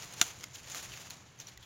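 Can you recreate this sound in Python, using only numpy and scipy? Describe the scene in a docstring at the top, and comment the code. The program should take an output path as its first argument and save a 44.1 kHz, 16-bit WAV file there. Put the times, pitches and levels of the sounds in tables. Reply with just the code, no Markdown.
"""Rustling leaves and a snapping twig

Foliage and dry fallen leaves rustle in gentle swells, made of countless tiny contacts, over a low
rumble of wind and a faint hum. Single leaves brush past each other, and brittle ones tick as they
give way. Early on a dry twig snaps sharply and rings for a moment.
The sound is nearly mono, bright up to 7 kHz and much weaker above."""
import sys
import numpy as np
from scipy import signal
from scipy.fft import rfft, irfft, next_fast_len
from scipy.io import wavfile
from scipy.ndimage import map_coordinates

SR = 44100
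rng = np.random.default_rng(int(sys.argv[2]) if len(sys.argv) > 2 else 0)


def dump(signal):
    """Clip the signal to [-1, 1] and save it as 16-bit WAV at the path in sys.argv[1]."""
    limited = np.clip(np.atleast_2d(signal).T, -1, 1)
    pcm = np.round(limited * 32767).astype(np.int16)
    wavfile.write(sys.argv[1], SR, pcm)


N = 72765

# The tone of a dry leaf's edge. Each row: frequency in Hz, level in dB.
DRY_LEAF_TONE = [(100, -14.5), (400, -4.5), (1200, 1.5), (2200, 5), (6000, 1.5), (16000, 0)]
CONTACTS_PER_S = 1800


def amp(db):
    """Turn decibels into a gain."""
    return 10 ** (np.asarray(db) / 20)


def unit(x):
    """Scale a signal to an average (rms) level of 1."""
    return x / np.sqrt(np.mean(x ** 2) + 1e-20)


def clock():
    """The time of every sample, in seconds."""
    return np.arange(N) / SR


def curve(rows):
    """Join (seconds, value) rows with straight lines."""
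    return np.interp(clock(), *np.transpose(rows))


def colour(points):
    """Turn (Hz, dB) rows into a tone: a function that gives the gain at any frequency."""
    hz, db = np.transpose(points)
    return lambda f: amp(np.interp(np.log(f + 1), np.log(hz + 1), db))


def wobble(rate):
    """A smooth curve through `rate` random values a second."""
    return map_coordinates(rng.standard_normal(int(N * rate / SR) + 4), [clock() * rate])


def filtered(x, tone):
    """Give a signal a tone, with a filter that rings only after each sound, never before it."""
    size = 2 * next_fast_len(N)
    gain = np.maximum(tone(np.fft.rfftfreq(size, 1 / SR)), 1e-6)
    cepstrum = irfft(np.log(gain), size)
    # Fold the part before time zero onto the part after it.
    cepstrum[1:size // 2] *= 2
    cepstrum[size // 2 + 1:] = 0
    return irfft(rfft(x, size) * np.exp(rfft(cepstrum)), size)[:N]


def noise(tone):
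    """Noise with the given tone, at an average level of 1."""
    return unit(filtered(rng.standard_normal(N), tone))


def resonance(f, hz, width):
    """The gain at frequency f of something that rings at hz."""
    return f * width / np.hypot(hz * hz - f * f, f * width)


def leaf_tone(hz, ring_db=11.5, sharpness=5.885):
    """The tone of a dry leaf that rings at one pitch."""
    edge = colour(DRY_LEAF_TONE)
    return lambda f: edge(f) * np.hypot(1, amp(ring_db) * resonance(f, hz, hz / sharpness))


def burst(start, rise_s, fade_s):
    """A level that jumps up, then dies away by 60 dB every fade_s seconds."""
    age = np.maximum(clock() - start, 0)
    return (1 - np.exp(-age / rise_s)) * amp(-60 * age / fade_s)


def contacts(per_s, spread_db=5.5):
    """Tiny clicks of uneven size at random times, as leaves touch."""
    hits = rng.random(N) < per_s / SR
    signs = rng.choice([-1, 1], N)
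    return hits * signs * amp(spread_db * np.minimum(rng.standard_normal(N), 2))


def air():
    """A very faint wash of air, the part that differs between left and right."""
    # The air's tone. Each row: frequency in Hz, level in dB.
    air_tone = [(20, -10), (120, 2), (300, 7), (700, 6), (1500, 0.5), (4000, -18), (7000, -32.5),
                (10000, -15), (16000, -4.5)]
    return amp(-73) * noise(colour(air_tone))


def hum(hz=122.27, width_hz=10.422):
    """A faint low hum: a band of noise so narrow that it wavers."""
    return amp(-67.5) * noise(lambda f: resonance(f, hz, width_hz) ** 2)


def wind():
    """Wind rumbles with a faint far hiss, and a few soft puffs hit the microphone."""
    # The tones of the rumble and of a puff. Each row: frequency in Hz, level in dB.
    rumble_tone = [(20, -15.5), (45, -19.5), (80, -3.5), (125, -2.5), (170, -4.5), (230, -10.5),
                   (450, -15.5), (1000, -16.5), (3000, -20.5), (7000, -41.5), (9000, -47.5), (16000, -45.5)]
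    puff_tone = [(15, -6.5), (35, -9), (60, 6.5), (90, 1.5), (160, -24.5), (500, -43), (16000, -82.5)]
    # The wind's strength. Each row: time in seconds, level in dB.
    strength = [(0, -55.5), (.3, -55.5), (.52, -60.5), (.8, -57.5), (.92, -58), (1.02, -57), (1.3, -60.5),
                (1.45, -58.5), (1.65, -61)]
    # The puffs. Each row: loudest moment in seconds, time to swell or fade in seconds, level in dB.
    puffs = [(0.683, 0.0672, -67), (0.921, 0.0604, -61.5), (1.592, 0.0527, -62)]
    rumble = noise(colour(rumble_tone)) * amp(curve(strength) + 0.3572 * wobble(10.533))
    puff_level = sum(amp(db) * np.exp(-((clock() - peak) / width) ** 2) for peak, width, db in puffs)
    return rumble + puff_level * noise(colour(puff_tone))


def twig_snap(rise_s=0.0004797):
    """Each crack makes the twig ring and tears fibres; the surroundings scatter a short echo."""
    # The cracks and their rebounds. 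Each row: start in seconds, level in dB.
    cracks = [(0.2124, -36), (0.2134, -12), (.218, -32), (0.2243, -29)]
    # The notes the twig rings at. Each row: pitch in Hz, level in dB, seconds to fade by 60 dB.
    twig_notes = [(333, -22.5, 0.03304), (705.66, -22, 0.04667), (925, -30, 0.03773),
                  (1220.6, -16, 0.03885), (1410, -14, 0.03754), (1552.4, -10, 0.01809), (2150, -5, 0.01158),
                  (2407, -6.5, 0.01974), (2886.4, -3, 0.019237), (3330, -13, 0.02782),
                  (3611.8, -2.5, 0.01821), (4330, -9, 0.01304), (5854.8, -3, 0.01562),
                  (5993.4, -5, 0.01278), (6760, -9.5, 0.009875), (7221.5, -5, 0.010914)]
    # The tone of splintering wood. Each row: frequency in Hz, level in dB.
    splinter_tone = [(30, -30.5), (80, -4), (200, 0.5), (600, -10), (1700, -3), (3300, 3.5), (5000, -1),
                     (6500, 1.5), (9000, 3.5), (16000, -7)]
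    out, t = np.zeros(N), clock()
    for start, db in cracks:
        ring = np.zeros(N)
        for hz, note_db, fade_s in twig_notes:
            level = amp(note_db + rng.normal(0, 1)) * burst(start, rise_s, fade_s)
            ring += level * np.sin(2 * np.pi * (hz * t + rng.random()))
        fibres = amp(-0.5) * burst(start, rise_s, fade_s=0.021206) * noise(colour(splinter_tone))
        echo = amp(-21.5) * burst(start, rise_s=0.002689, fade_s=0.1736) * noise(colour(splinter_tone))
        out += amp(db) * (ring + fibres + echo)
    return out


def leaf_ticks(rise_s=0.00013333):
    """Brittle leaves give way with a tiny crack and a short ping."""
    # Each row: start in seconds, level in dB, ping pitch in Hz, ping level against the crack in dB.
    ticks = [(0.0228, -42.5, 5525, 1.5), (0.125, -43.5, 6515, -5), (0.1375, -39.5, 8866, 4),
             (.4092, -43.5, 5965, -6.5), (0.4351, -40, 6582, -10), (0.44, -29.5, 2120, -9.5),
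             (0.484, -57.5, 11160, -3.5), (0.7469, -29.5, 1223, -7), (.757, -37, 6817, -14.5),
             (.919, -46.5, 2998, 6), (0.974, -40.5, 6613, -9), (1.004, -44, 9500, -8.5),
             (1.054, -54.5, 10490, -8.5), (1.072, -44.5, 1171, -4), (1.1014, -38.5, 11000, -5),
             (1.106, -35.5, 4098, -3), (1.389, -50, 6322, -1), (1.401, -45.5, 6211, 1.5),
             (1.4699, -45, 5842, 3.5), (1.575, -40.5, 1958, -7.5)]
    out = np.zeros(N)
    for start, db, hz, ping_db in ticks:
        crack = burst(start, rise_s, fade_s=0.01343) * noise(colour(DRY_LEAF_TONE))
        ping = burst(start, rise_s, fade_s=0.0234) * np.sin(2 * np.pi * hz * (clock() - start))
        out += amp(db) * (crack + amp(ping_db) * ping)
    return out


def leaf_brushes():
    """One leaf slides over another, making a short grainy swell."""
    # Each row: loudest moment, rise time and fall time in seconds, level in dB, leaf pitch in Hz.
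    brushes = [(0.552, 0.01144, 0.005028, -46.5, 6645), (0.557, 0.003044, 0.00601, -43, 3101),
               (0.72, 0.00643, 0.00773, -42.5, 6809), (.94, 0.01057, 0.01094, -44.5, 2707),
               (1.401, 0.002181, 0.011223, -44, 5845), (1.414, 0.002238, 0.01538, -50.5, 3697),
               (1.485, 0.006896, 0.00866, -48, 4135), (1.629, 0.0073, 0.02398, -53, 3388)]
    out, t = np.zeros(N), clock()
    for peak, rise, fall, db, hz in brushes:
        swell = amp(db) * np.exp(-np.maximum((peak - t) / rise, (t - peak) / fall))
        tone = leaf_tone(hz)
        grains = unit(filtered(contacts(CONTACTS_PER_S), tone))
        out += swell * unit(0.5 * grains + noise(tone))
    return out


def rustle():
    """Many leaf contacts, a soft hiss and fine crackles swell together, brighter when louder."""
    # The rustle's strength. Each row: time in seconds, level in dB.
    strength = [(0, -52), (.035, -48), (.1, -52.5), (.165, -50), (.2, -45), (.285, -46), (.32, -54),
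                (.45, -54), (.478, -59), (.525, -58.5), (.575, -52), (.635, -55.5), (.72, -47.5),
                (.775, -44), (.825, -45.5), (.885, -52), (.97, -50.5), (1.08, -53.5), (1.185, -56),
                (1.225, -63), (1.335, -65.5), (1.425, -58.5), (1.51, -55.5), (1.555, -64.5), (1.65, -64.5)]
    # The tone of the foliage. Each row: frequency in Hz, level in dB.
    foliage_tone = [(100, -32), (300, -3.5), (700, -0.5), (1300, -1), (3000, 1), (5000, -0.5), (6800, -0.5),
                    (10000, 0), (16000, -6)]
    strength_db, tone = curve(strength), colour(foliage_tone)
    grains = amp(-3.5) * unit(filtered(contacts(CONTACTS_PER_S), tone))
    leaves = grains + noise(tone)
    # The further the strength falls below -39 dB, the more of the treble is subtracted.
    treble = signal.sosfiltfilt(signal.butter(2, 7820, "high", fs=SR, output="sos"), leaves)
    leaves += treble * (amp(0.4173 * (strength_db + 39)) - 1)
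    # Each crackle is a very short burst of high leaf noise.
    clicks = np.abs(contacts(per_s=97))
    crackle_level = signal.fftconvolve(clicks, burst(0, rise_s=0.000262, fade_s=0.006))[:N]
    crackles = amp(-9.5) * unit(crackle_level * noise(leaf_tone(hz=9360)))
    flutter_db = 1.9613 * wobble(70.852)
    return (leaves + crackles) * amp(strength_db + flutter_db)


def scene():
    """Everything sits in the centre; only the air adds a little width."""
    centre = rustle() + leaf_brushes() + leaf_ticks() + twig_snap() + wind() + hum()
    side = air()
    return np.array([centre + side, centre - side])


def record(dry, top_hz=15900):
    """The microphone is strongest near 7 kHz, weaker above that, and hears nothing past top_hz."""
    # The microphone's tone. Each row: frequency in Hz, gain in dB.
    microphone_tone = [(20, 0.5), (5300, 0.5), (6200, 5), (7150, 7), (7800, -10.5), (11000, -6),
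                       (16000, -4)]
    heard = np.array([filtered(channel, colour(microphone_tone)) for channel in dry])
    size = 2 * next_fast_len(N)
    in_range = np.fft.rfftfreq(size, 1 / SR) < top_hz
    return irfft(rfft(heard, size) * in_range, size)[:, :N]


dry = scene()
out = record(dry)
dump(out)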